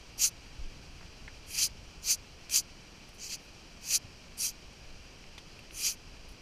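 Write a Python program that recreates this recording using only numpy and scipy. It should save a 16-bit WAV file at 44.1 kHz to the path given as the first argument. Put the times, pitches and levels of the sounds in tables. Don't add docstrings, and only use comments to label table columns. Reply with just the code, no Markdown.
import sys
import numpy as np
from scipy import signal
from scipy.fft import rfft, irfft, next_fast_len
from scipy.io import wavfile

SR = 44100
rng = np.random.default_rng(int(sys.argv[2]) if len(sys.argv) > 2 else 0)


def int16_out(signal):
    q = np.round(np.clip(np.atleast_2d(signal).T, -1, 1) * 32767)
    wavfile.write(sys.argv[1], SR, q.astype(np.int16))


N = 282681
TIME_S = np.arange(N) / SR
FFT_LEN = 2 * next_fast_len(N // 2 + 1, real=True)
FREQ_HZ = np.fft.rfftfreq(FFT_LEN, 1 / SR)


def brush(clump_db=1.0, head_drift_db=-9.5, sizzle_drift_db=4):
    # (touch [s], rise [s], release [s], level [dB],
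    # swell [exponent], ease [exponent], head, bent tufts, tips, sizzle [each dB re level],
    # drift of the tips as the brush rolls [dB per push])
    pushes = [ (0.172, 0.073, 0.058, -25.5, 1.3, 2.5, -15, -4, -8.5, -11.5, 3),
              (1.457, 0.08, 0.13, -45.5, 1.2, 1.5, -6.5, -2, -2, -10, -4),
              (1.535, 0.097, 0.058, -29, 1.55, 2.8, -10, -1, -7.5, -11, 6),
              (2.006, 0.1, 0.059, -26.5, 2.2, 2.1, -15, -4, -10, -13.5, 11),
              (2.498, 0.065, 0.069, -25, 1.32, 4.3, -13, -6, -7.5, -12.5, 1),
              (3.178, 0.073, .130, -44.5, 0.73, 1.8, -10, -7, -16, -17, 0),
              (3.285, .052, .035, -40, 1.3, 2.8, -8.5, -1, -13, -18.5, 11),
              (3.772, 0.18, .038, -26.5, 3.03, 3.1, -13.5, -5, -9, -13.5, 9),
              (4.366, .074, 0.085, -31.5, 1.53, 2.17, -12, -4.5, -4, -10.5, -11),
              (5.690, 0.17, 0.1, -32.0, 2.3, 2.2, -9.5, -4.5, -7, -11.5, -6), ]
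    # (centre [Hz], width [Hz], relative level [dB])
    tuft_modes = [(5690, 400, -1.5), (6180, 360, 0), (6750, 840, -3.5), (7070, 2200, -14.5)]
    head_modes = [(1316, 320, -14.5), (1770, 380, -29), (2520, 390, 2), (2960, 130, -2.5), (3173, 214, 0)]
    bent_modes = [(4133, 244, -3.5), (4746, 450, 3)]
    tip_modes = [(8400, 900, -7.5), (9400, 950, -0.5), (10670, 580, -3), (11300, 660, -2.5)]
    sizzle_modes = [(12100, 650, -3), (13400, 740, -4), (15000, 1000, -12)]
    clumps = gain_of(clump_db * wander(rate_hz=200))
    jolts = gain_of(-18) * flicks(per_s=900, spread_db=-1.0)
    tufts, head, bent, tips, sizzle = (
        ringing(modes, jolts, clumps)
        for modes in (tuft_modes, head_modes, bent_modes, tip_modes, sizzle_modes))
    out = np.zeros(N)
    for touch_s, rise_s, release_s, level_db, swell, ease, *balance_db in pushes:
        head_db, bent_db, tips_db, sizzle_db, roll_db = balance_db
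        on = (TIME_S > touch_s) & (TIME_S < touch_s + rise_s + release_s)
        t = TIME_S[on] - touch_s - rise_s
        press = pressure(t, rise_s, release_s, swell, ease)
        travel = t / (rise_s + release_s)
        out[on] += gain_of(level_db) * (
            press * tufts[on]
            + press ** 0.97 * gain_of(head_db + head_drift_db * travel) * head[on]
            + press * gain_of(bent_db) * bent[on]
            + press ** 0.89 * gain_of(tips_db + roll_db * travel) * tips[on]
            + press ** 0.93 * gain_of(sizzle_db + sizzle_drift_db * travel) * sizzle[on])
    return out


def pressure(t, rise_s, release_s, swell, ease):
    rise = np.clip(1 + t / rise_s, 0, 1)
    fall = np.clip(t / release_s, 0, 1)
    return rise ** swell * (1 - fall ** 2) ** ease


def flicks(per_s, spread_db):
    size = gain_of(spread_db * np.minimum(rng.exponential(1, N), 4))
    sign = rng.choice([-1, 1], N)
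    slips = rng.random(N) < per_s / SR
    return unit_rms(size * sign * slips)


def ringing(modes, jolts, clumps, shift_db=2.0):
    out = np.zeros(N)
    for hz, width_hz, db in modes:
        drive = (flicks(per_s=9000, spread_db=1.5) + jolts) * clumps
        ring = coloured(drive, resonance(hz, width_hz))
        out += ring * np.sqrt(width_hz) * gain_of(db + shift_db * wander(rate_hz=22))
    return unit_rms(out)


def taps(rise_s=0.00026):
    # (time [s], peak [dB], centre [Hz], width [Hz], t60 [s])
    hits = [(1.010, -44, 1400, 1100, 0.024), (1.028, -42, 1500, 1800, .03), (1.278, -35, 1810, 900, 0.04),
            (2.495, -38, 2700, 900, 0.015), (2.4954, -32.5, 5800, 5000, 0.036),
            (3.09, -53, 10000, 6000, .03), (3.3215, -31, 6000, 5000, 0.011),
            (3.449, -58, 11200, 2200, .015), (4.378, -37, 8500, 3500, 0.033), (4.73, -57, 7000, 5000, .025),
            (5.24, -41.5, 2480, 700, 0.033), (5.379, -36, 3100, 2600, 0.05),
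            (5.382, -49, 6500, 4800, 0.046), (5.59, -42, 2530, 600, 0.042), (5.591, -52, 9000, 7000, .04),
            (5.708, -37.5, 2570, 800, 0.014), (6.168, -48, 2500, 1200, .025)]
    out = np.zeros(N)
    t = np.arange(4096) / SR
    bins_hz = np.fft.rfftfreq(len(t), 1 / SR)
    for at_s, peak_db, hz, width_hz, t60_s in hits:
        ring = irfft(rfft(rng.standard_normal(len(t))) * resonance(hz, width_hz, bins_hz))
        tap = ring * gain_of(-60 * t / t60_s) * (1 - np.exp(-t / rise_s))
        add(out, at_s, gain_of(peak_db) * tap / abs(tap).max())
    return out


def graze():
    # (time [s], level [dB], half length [s])
    contacts = [(3.15, -69, .025), (3.435, -73, .045), (5.604, -77, .015), (6.294, -64, 0.011),
                (6.32, -68, 0.017)]
    rustle = coloured(flicks(per_s=2500, spread_db=4), resonance(hz=10200, width_hz=3600))
    return rustle * sum(gain_of(db) * bump(at_s, half_s) for at_s, db, half_s in contacts)


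def wind(rumble_hz=55, gust_db=0.5):
    # (time [s], rumble level [dB])
    breeze = [(0, -58), (.7, -52), (1.8, -52.5), (3.0, -60), (3.7, -63), (4.9, -54), (5.4, -58.5),
              (6.4, -54)]
    # (time [s], envelope peak [dB], length [s], frequency [Hz])
    puffs = [(0.606, -38, 0.045, 53), (0.65, -32, 0.077, 20), (2.73, -56, .05, 30), (4.051, -40, 0.011, 96),
             (4.917, -41, 0.095, 19.6), (6.318, -44.5, 0.04, 52)]
    breeze_db = np.interp(TIME_S, *np.transpose(breeze))
    band = FREQ_HZ / (FREQ_HZ + 12) / (1 + (FREQ_HZ / rumble_hz) ** 2)
    rumble = coloured(rng.standard_normal(N), band)
    out = rumble * gain_of(breeze_db + gust_db * wander(rate_hz=6.8))
    for at_s, peak_db, length_s, hz in puffs:
        swing = np.sin(2 * np.pi * (hz * (TIME_S - at_s) + rng.random()))
        out += gain_of(peak_db) * swing * bump(at_s, length_s / 2)
    return out


def air(wash_db=-54.5, hiss_db=-55.5, fade_db_per_s=0.1, flutter_db=0.5):
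    # (frequency [Hz], relative density [dB])
    wash_spectrum = [(12, -9), (20, -2.5), (118, -14.5), (180, -13.5), (210, -16), (315, -17.5),
                     (707, -23.5), (793, -24.5), (857, -25.5), (2000, -32), (2600, -63), (4400, -120)]
    hiss_spectrum = [(1500, -8.5), (2050, -9), (2350, 0), (3150, -2.5), (3600, -11.5), (4200, -4.5),
                     (4500, -7), (4780, 0), (5100, -7.5), (5600, -3.5), (6300, -9.5), (7300, -15.5),
                     (8800, -19.5), (10200, -25), (11200, -23.5), (12500, -29.5), (15000, -32)]
    wash = shaped_noise(wash_spectrum) * gain_of(wash_db)
    hiss = shaped_noise(hiss_spectrum)
    return wash + hiss * gain_of(hiss_db - fade_db_per_s * TIME_S + flutter_db * wander(rate_hz=20))


def gain_of(db):
    return 10 ** (np.asarray(db) / 20)


def unit_rms(x):
    return x / np.sqrt(np.mean(x ** 2) + 1e-20)


def resonance(hz, width_hz, bins_hz=FREQ_HZ):
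    return 1 / (1 + 2 * ((bins_hz - hz) / width_hz) ** 2)


def coloured(x, gain):
    return unit_rms(irfft(rfft(x, FFT_LEN) * gain, FFT_LEN)[:N])


def shaped_noise(spectrum):
    hz, db = np.transpose(spectrum)
    gain = gain_of(np.interp(np.log(FREQ_HZ + 1), np.log(hz), db))
    return coloured(rng.standard_normal(N), gain)


def wander(rate_hz):
    knots = rng.standard_normal(N // 32)
    return unit_rms(np.interp(2 * rate_hz * TIME_S, np.arange(len(knots)), knots))


def bump(at_s, half_s):
    return np.exp(-((TIME_S - at_s) / half_s) ** 2)


def add(mix, at_s, sound):
    part = mix[max(round(at_s * SR), 0):][:len(sound)]
    part += sound[:len(part)]


def scene():
    return (brush() + graze() + taps() + wind() + air())[None]


def record(dry):
    edge_hz = 15450
    lowpass = signal.firwin(511, edge_hz, window=("kaiser", 9), fs=SR)
    return signal.oaconvolve(dry, lowpass[None], "same")


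dry = scene()
out = record(dry)
int16_out(out)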